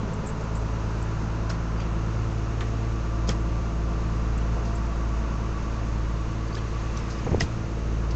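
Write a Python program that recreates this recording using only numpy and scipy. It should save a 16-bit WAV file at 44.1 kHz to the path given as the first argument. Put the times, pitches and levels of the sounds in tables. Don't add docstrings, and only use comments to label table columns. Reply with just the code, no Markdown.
import sys
import numpy as np
from scipy import signal
from scipy.fft import rfft, irfft, next_fast_len
from scipy.io import wavfile
from scipy.ndimage import uniform_filter1d

SR = 44100
rng = np.random.default_rng(int(sys.argv[2]) if len(sys.argv) > 2 else 0)


def rack_gain(trim_db):
    fader = np.asarray(trim_db, float)
    return 10 ** (fader / 20)


def inscribe(sig):
    pcm = np.round(np.clip(np.atleast_2d(sig).T, -1, 1) * 32767)
    wavfile.write(sys.argv[1], SR, pcm.astype(np.int16))


N = 359415
T = np.arange(N) / SR
SIZE = next_fast_len(N)
CYLINDERS = 6

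# start_s, firing_hz
FIRING_RATE = [(0, 54.75), (.8, 55.1), (1.8, 55.35), (2.4, 55.4), (3.3, 55.72), (4.3, 55.69), (5.3, 55.5),
               (6.3, 55.53), (6.8, 55.8), (8.15, 55.75)]
# start_s, firing_db, second_multiple_db
BOOM_PATH = [(0.0, -31, -32.5), (0.2, -37.5, -37.5), (0.6, -29.5, -33), (1.84, -29, -33.5),
             (2.25, -30, -27.5), (2.43, -29, -32.5), (3.08, -29, -33.5), (3.26, -25, -33.5),
             (3.55, -28, -35), (4.58, -26.5, -33), (5.2, -26, -38), (5.8, -30, -35.5), (5.95, -26.5, -36.5),
             (6.6, -32, -34), (6.9, -28.5, -35), (7.2, -33.5, -40), (7.58, -34, -32.5),
             (7.95, -26.5, -34.5)]
# start_s, level_db
THIRD_PATH = [(0.0, -39), (0.25, -37), (0.29, -41), (2.84, -44.5), (4.42, -37.5), (4.67, -45),
              (5.95, -44.5), (6.24, -54), (6.38, -42.5), (6.81, -43.5), (6.88, -56), (6.99, -43),
              (8.13, -39), (8.15, -44.5)]
SHAFT_MULTIPLES = [2, 3, 4, 7, 8, 9, 13, 16, 23, 24, 28, 30, 46, 48, 50, 54, 56, 58, 60, 63, 72, 84, 96,
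                   137, 153]
SHAFT_DB = [-46, -49, -48, -54, -52, -47, -53, -44, -46, -52, -54, -54, -59, -53, -56, -59, -59, -60, -58,
            -61, -59, -61, -62, -60, -62]
# pitch_hz, width_hz, level_db
GEAR_WHINE = [(1028, 36, -56), (913, 39, -55), (1411, 25, -56.5)]
# pitch_hz, level_db
RUMBLE_COLOUR = [(12, -22), (22, -5), (43, -15), (64, -6), (200, -10), (260, -13.5), (320, -17), (369, -15),
                 (604, -21), (676, -20.5), (900, -30.5), (1170, -68), (1980, -120)]
CLATTER_COLOUR = [(300, -25.5), (600, -9), (680, -4), (760, -8.5), (900, -1.5), (960, -5.5), (1030, -2),
                  (1150, -2), (1320, -3), (1430, -6.5), (1800, -16.5), (2600, -36.5)]
HISS_COLOUR = [(1100, -30.5), (1500, -2), (1700, -2), (2200, -5), (2750, -4), (3150, -10.5), (5000, -12),
               (6700, -10), (6950, -16), (7900, -21), (8300, -25.5)]
# start_s, clatter_db
HATCH_PATH = [(0, -43), (2.0, -42), (2.56, -43.5), (3.05, -42.5), (3.9, -44), (5.1, -43.5), (7.0, -43),
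              (7.7, -44), (8.15, -43)]
# place in cycle 0-1, level_db
PLATE_KNOCKS = [(.1, -3), (.2626, -5), (.4333, 0)]
LATE_HATCH_KNOCKS = [(.04, -5), (.79, 0)]
EARLY_HATCH_KNOCKS = [(.19, 0), (.32, -4), (.94, -5)]
BOARD_KNOCKS = [(.21, -1), (.71, 0)]
# multiple of the cycle, level_db, from_s, until_s
SINGING_PANELS = [(34, -50.5, 1.2, 9), (36, -49.5, .9, 5.6), (36, -51, 6.2, 9), (126, -52.5, 2.5, 4.4),
                  (74, -57, 2.4, 5.2), (23, -48, .7, 2.3), (18, -44, .8, 2.4), (18, -45, 3.5, 4.5),
                  (18, -45, 5.1, 7), (47, -51, -1, .7), (123, -55, -1, 2.4), (111, -54, 1.1, 2.3)]
# start_s, level_db, pitch_hz, t60_s
SASH_BUMPS = [(0.031, -22, 209, 0.17), (.19, -25.5, 169, 0.3), (1.497, -31.5, 663, 0.085),
              (3.285, -26.5, 201.3, 0.25), (3.287, -25, 450, 0.04), (1.23, -26.5, 209, 0.25),
              (7.261, -17, 111, 0.035), (7.265, -26, 300, 0.042), (7.274, -20, 450, 0.027),
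              (7.291, -18, 197, 0.037), (7.317, -13.5, 120, 0.042), (7.329, -9.5, 112, 0.03),
              (7.335, -22, 317, 0.044), (7.3436, -19.5, 400, .012), (7.3458, -9, 400, 0.0094),
              (7.353, -11.5, 90, 0.058), (7.381, -12, 120, 0.014), (7.4157, -19, 130, 0.046),
              (7.4245, -20, 180, .04), (7.435, -15, 89, 0.036), (7.445, -19, 85, 0.033),
              (3.2965, -26.5, 520, 0.036), (3.307, -19, 150, .06)]
# start_s, level_db
PANE_RATTLES = [(0.134, -46.5), (0.26, -43.5), (0.272, -37.5), (0.289, -39), (0.44, -50), (0.553, -38),
                (0.569, -46), (0.766, -60), (1.0225, -42), (3.402, -50), (4.3765, -43.5), (4.753, -40.5),
                (4.8595, -54.5)]
# start_s, level_db, pitch_hz, t60_s
FELT_SCUFFS = [(1.49, -37, 800, 0.05), (1.492, -40, 5460, 0.087), (3.268, -42.5, 5000, 0.11),
               (3.285, -34, 703, .07), (2.606, -47, 5980, .04), (1.784, -45, 2410, 0.24),
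               (1.799, -50, 6500, .05), (4.64, -49, 5100, 0.2), (6.565, -47, 3170, .11),
               (7.09, -45.5, 5070, 0.2), (7.261, -30, 450, 0.068), (7.286, -32, 407, 0.04),
               (7.309, -30.5, 302, 0.086), (7.329, -35.5, 540, 0.051), (7.344, -36.5, 690, 0.035),
               (7.405, -29, 496, 0.05), (7.406, -30.5, 2260, 0.039), (7.416, -44, 2900, 0.088),
               (.403, -52, 6360, .08), (0.609, -52.5, 6370, .1), (7.43, -50, 4100, 0.044),
               (7.432, -29.5, 246, 0.047), (8.104, -43.5, 4630, 0.07), (.22, -38.5, 260, .25),
               (.4, -39, 200, .2), (4.3, -40, 250, .28), (4.55, -37.5, 330, .28), (6.88, -36, 120, .2),
               (7.3, -32.5, 220, .28), (7.407, -37.5, 3000, .05)]
# start_s, level_db,
# pitch_hz, swell_s
RAIL_RINGS = [(1.497, -41.5, 4157, 0.007), (1.495, -36, 1430, 0.009), (1.53, -53, 4350, .013),
              (1.772, -50, 4800, .012), (1.79, -48, 4800, .011), (1.8, -50, 4600, .013),
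              (1.813, -48, 4720, .011), (3.0, -56, 4100, .012), (3.277, -46, 6750, .004),
              (3.291, -29, 3220, 0.002), (3.298, -42, 3260, 0.0016), (2.608, -42, 3350, 0.0017),
              (2.609, -39, 1400, .002), (2.624, -43, 1900, .003), (1.497, -44, 5500, .006),
              (3.305, -37.5, 1156, .012), (6.481, -47.5, 4700, .002), (6.527, -42, 4530, .002),
              (6.536, -50, 5030, 0.0026), (6.5506, -40, 4870, 0.0023), (6.567, -38, 1720, .0036),
              (6.572, -43, 3200, 0.0016), (6.58, -43, 4300, .002), (6.587, -42, 3150, 0.0015),
              (6.595, -48, 2420, .0023), (6.971, -36, 5950, 0.0028), (6.995, -51, 5060, .0027),
              (7.107, -47, 6160, .002), (7.18, -50, 4970, .009), (7.243, -45, 6650, 0.0054),
              (7.304, -45, 6400, .004), (7.396, -47, 3700, 0.0026), (7.4061, -21.5, 1904, 0.004)]
# start_s, snap_db, snap_hz, body_db, noise_db
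FRAME_KNOCKS = [
    (1.499, -53, 5600, -39.5, -43.5),
    (2.607, -38.5, 3080, -36.5, -48.5),
    (3.2905, -30.5, 5970, -33, -35.5),
    (6.5513, -46, 3300, -50, -44.5),
    (6.972, -48, 5030, -46, -45),
    (7.406, -33, 6030, -40.5, -32.5),
]
# pitch_hz, level_db, t60_s
LATCH_MODES = [(1560, -10, .03), (2250, -9, .02), (2900, -8, .02), (5087, 2.5, .016)]
# pitch_hz, level_db
FRAME_COLOUR = [(20, 0), (6800, 0), (7000, -2), (9000, -3)]


def level(x, db):
    return x * rack_gain(db) / np.sqrt(np.mean(x ** 2))


def gain_at(hz, points):
    f, db = np.transpose(points)
    return rack_gain(np.interp(np.log(hz + 1), np.log(f), db, left=-70, right=-70))


def colour(x, points):
    hz = np.arange(SIZE // 2 + 1) * SR / SIZE
    return irfft(rfft(x, SIZE) * gain_at(hz, points), SIZE)[:N]


def band(x, hz, width):
    return signal.lfilter(*signal.iirpeak(min(hz, .45 * SR), hz / width, fs=SR), x)


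def walk(rate):
    k = int(SR / rate)
    steps = np.repeat(rng.standard_normal(N // k + 1), k)
    return 1.17 * uniform_filter1d(uniform_filter1d(steps, k), k)[:N]


def hold(times):
    return np.interp(T, times, [0, 1, 1, 0])


def follow(points):
    return np.interp(T, *np.transpose(points))


def flickering(points, flicker_db, rate):
    hz = np.arange(SIZE // 2 + 1) * SR / SIZE
    spectrum = rfft(rng.standard_normal(SIZE)) * gain_at(hz, points)
    lowest = np.floor(np.log2(points[0][0] + 15))
    out = 0
    for centre in np.arange(lowest, np.log2(points[-1][0]) + .5, .5):
        share = np.cos(np.pi * np.clip(np.log2(hz + 1) - centre, -.5, .5)) ** 2
        out = out + irfft(spectrum * share, SIZE)[:N] * rack_gain(flicker_db * walk(rate))
    return level(out, 0)


def repeating(cycle, points):
    size = 8192
    cycle_hz = follow(FIRING_RATE).mean() / CYLINDERS
    shape = gain_at(np.arange(size // 2 + 1) * cycle_hz, points)
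    patterns = irfft(rfft(rng.standard_normal((3, size))) * shape, size)
    place = cycle % 1 * size
    out = 0
    for pattern in patterns:
        out = out + (1 + .6 * walk(.8)) * np.interp(place, np.arange(size), pattern, period=size)
    return level(out, 0)


def knocking(cycle, knocks, hz, width):
    pushes = 0
    for place, db in knocks:
        count = np.floor(cycle + 1 - place).astype(int)
        sizes = rack_gain(db + 1.2 * rng.standard_normal(count[-1] + 1))
        pushes = pushes + np.diff(count, prepend=count[0]) * sizes[count]
    return level(band(band(band(pushes, hz, width), hz, 2 * width), hz, 3 * width), 0)


def add(out, s, sound):
    i = int(s * SR)
    out[i:i + len(sound)] += sound[:N - i]


def decay(t60, rise_s):
    t = np.arange(int(.3 * SR)) / SR
    swell = np.sin(np.pi / 2 * np.minimum(t / rise_s, 1)) ** 2
    return t, swell * rack_gain(-60 * np.maximum(t - rise_s, 0) / t60)


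def add_tone(out, s, db, hz, rise_s, t60):
    t, env = decay(t60, rise_s)
    add(out, s, rack_gain(db) * env * np.sin(2 * np.pi * hz * t))


def add_touch(out, s, db, hz, width, rise_s, t60):
    t, env = decay(t60, rise_s)
    push = rng.standard_normal(len(t))
    if rise_s < .0015:
        push[int(rise_s * SR)] += 16
    rung = band(band(band(push, hz, width), hz, 2 * width), hz, 2.1 * width)
    add(out, s, env * level(rung, db))


def engine_cycle():
    return np.cumsum(follow(FIRING_RATE)) / SR / CYLINDERS


def firing_boom(turn):
    s, *boom_db = np.transpose(BOOM_PATH)
    boom = 0
    for k, db in enumerate(boom_db):
        sway_db = (k + 1) * .87 * walk(11)
        throb_db = (.56 + 1.2 * k) * np.cos(2 * turn + 1)
        phase = (k + 1) * CYLINDERS * turn + 3.92 * (k + 1) + k * .73 * walk(1.8)
        boom = boom + rack_gain(np.interp(T, s, db) + sway_db + throb_db) * np.cos(phase)
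    third_db = follow(THIRD_PATH) - 1.5 + 1.5 * walk(10)
    third = rack_gain(third_db) * np.cos(3 * CYLINDERS * turn + 1.3 * walk(2.5))
    return np.sqrt(2) * (boom + third)


def shaft_lines(turn):
    out = 0
    for k, db in zip(SHAFT_MULTIPLES, SHAFT_DB):
        phase = k * turn + 2 * np.pi * rng.random() + .35 * walk(2.2)
        out = out + rack_gain(db + 1.4 * walk(4)) * np.cos(phase)
    return np.sqrt(2) * out


def pane_buzz(turn):
    loose = hold((2.4, 4.2, 6.5, 6.95))
    buzz_db = -59 + 9 * loose + 1.5 * walk(2.2) - 3.5 + 2.5 * walk(16)
    return np.sqrt(2) * rack_gain(buzz_db) * np.cos(74 * turn + .5 * walk(2.5) + .5 * walk(14))


def hull_rumble(cycle):
    return level(flickering(RUMBLE_COLOUR, 1.2, 9), -37.5) + level(repeating(cycle, RUMBLE_COLOUR), -42)


def clatter_and_gears(cycle, turn):
    beat = rack_gain(.34 * np.cos(3 * turn) + .94 * np.cos(5 * turn + 2) + .33 * np.cos(turn))
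    clatter = level(beat * flickering(CLATTER_COLOUR, 1.1, 8), -4.2)
    clatter += level(repeating(cycle, CLATTER_COLOUR), -4)
    gears = sum(level(band(rng.standard_normal(N), hz, width), db) for hz, width, db in GEAR_WHINE)
    return rack_gain(follow(HATCH_PATH)) * (clatter + gears * rack_gain(41.5))


def cycle_knocks(cycle):
    hatch_db = follow(HATCH_PATH)
    facing = hold((4.4, 5.0, 7.0, 7.4))
    plate_db = -55.5 + .5 * (hatch_db - hatch_db.mean()) + 7.5 * facing + .8 * walk(2.2)
    out = rack_gain(plate_db) * knocking(cycle, PLATE_KNOCKS, hz=1143, width=56)
    late, early = hold((2.2, 3.0, 7.3, 7.7)), hold((-.2, .1, 1.3, 2.0))
    out += rack_gain(-54) * late * knocking(cycle, LATE_HATCH_KNOCKS, hz=1020, width=60)
    out += rack_gain(-50.5) * early * knocking(cycle, EARLY_HATCH_KNOCKS, hz=1000, width=120)
    out += rack_gain(-47.5 + 1.2 * walk(2)) * knocking(cycle, BOARD_KNOCKS, hz=323, width=30)
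    return out


def panels(turn):
    fade_s = .3
    out = 0
    for k, db, start, end in SINGING_PANELS:
        heard = hold((start - fade_s, start + fade_s, end - fade_s, end + fade_s))
        gain = rack_gain(db + 1.8 * walk(9) + 2.5 * np.cos(turn + k))
        phase = k * turn + 2 * np.pi * rng.random() + .4 * walk(4)
        out = out + np.sqrt(2) * heard * gain * np.cos(phase)
    return out


def diesel():
    cycle = engine_cycle()
    turn = 2 * np.pi * cycle
    tones = firing_boom(turn) + shaft_lines(turn) + pane_buzz(turn) + panels(turn)
    return tones + hull_rumble(cycle) + clatter_and_gears(cycle, turn) + cycle_knocks(cycle)


def air():
    closing = hold((6.2, 6.95, 7.35, 7.65))
    return flickering(HISS_COLOUR, .4, 20) * rack_gain(-48.5 + 2 * closing + .5 * walk(3))


def sash_bumps(out):
    for s, db, hz, t60 in SASH_BUMPS:
        add_tone(out, s, db, hz, .001, t60)


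def pane_rattles(out):
    for s, db in PANE_RATTLES:
        t, env = decay(t60=.068, rise_s=.0034)
        bright = band(band(rng.standard_normal(len(t)), 7500, 1300), 7500, 1300)
        add(out, s - .003, env * level(bright, db - 5.5))


def felt_scuffs(out):
    for s, db, hz, t60 in FELT_SCUFFS:
        add_touch(out, s, db, hz, 370 + .39 * hz, .1 * t60, t60)


def rail_rings(out):
    for s, db, hz, rise_s in RAIL_RINGS:
        t60 = .025 + 1.4 * rise_s
        add_touch(out, s, db - 8, hz, 320 + .03 * hz, rise_s, t60)
        add_tone(out, s, db, hz, rise_s, t60)


def frame_knocks(out):
    noise_hz, noise_width, lead_s, tail_s = 4800, 6800, .012, .006
    for s, snap_db, hz, body_db, noise_db in FRAME_KNOCKS:
        add_touch(out, s - lead_s, noise_db, noise_hz, noise_width, lead_s, t60=.06)
        add_touch(out, s, snap_db, hz, .38 * hz, rise_s=.00086, t60=.024)
        add_touch(out, s, body_db, 1310, 1500, rise_s=.0037, t60=.16)
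        add_touch(out, s + tail_s, noise_db - 1.5, noise_hz, noise_width, tail_s, t60=.14)


def latch(out):
    for hz, db, t60 in LATCH_MODES:
        add_tone(out, 7.4052, db - 24, hz, .003, t60)


def window():
    out, touches = np.zeros(N), np.zeros(N)
    sash_bumps(out)
    pane_rattles(out)
    felt_scuffs(touches)
    rail_rings(touches)
    frame_knocks(touches)
    latch(out)
    return out + colour(touches, FRAME_COLOUR)


def scene():
    return (diesel() + air() + window())[None]


def top_cut(x):
    return signal.sosfilt(signal.butter(12, 9010, fs=SR, output="sos"), x)


def record(dry):
    phone_rate_hz = 16000
    cut = signal.ellip(12, .3, 90, 7740, fs=SR, output="sos")
    running = signal.sosfilt_zi(cut) * dry[0, 0]
    kept = signal.sosfilt(cut, dry[0], zi=running)[0]
    flipped = kept * np.cos(2 * np.pi * phone_rate_hz * T)
    mirror = colour(flipped, [(8000, -3.0), (8300, -3.5), (8600, -11.0), (9100, -36.0)])
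    return top_cut((kept + mirror)[None])


dry = scene()
out = record(dry)
inscribe(out)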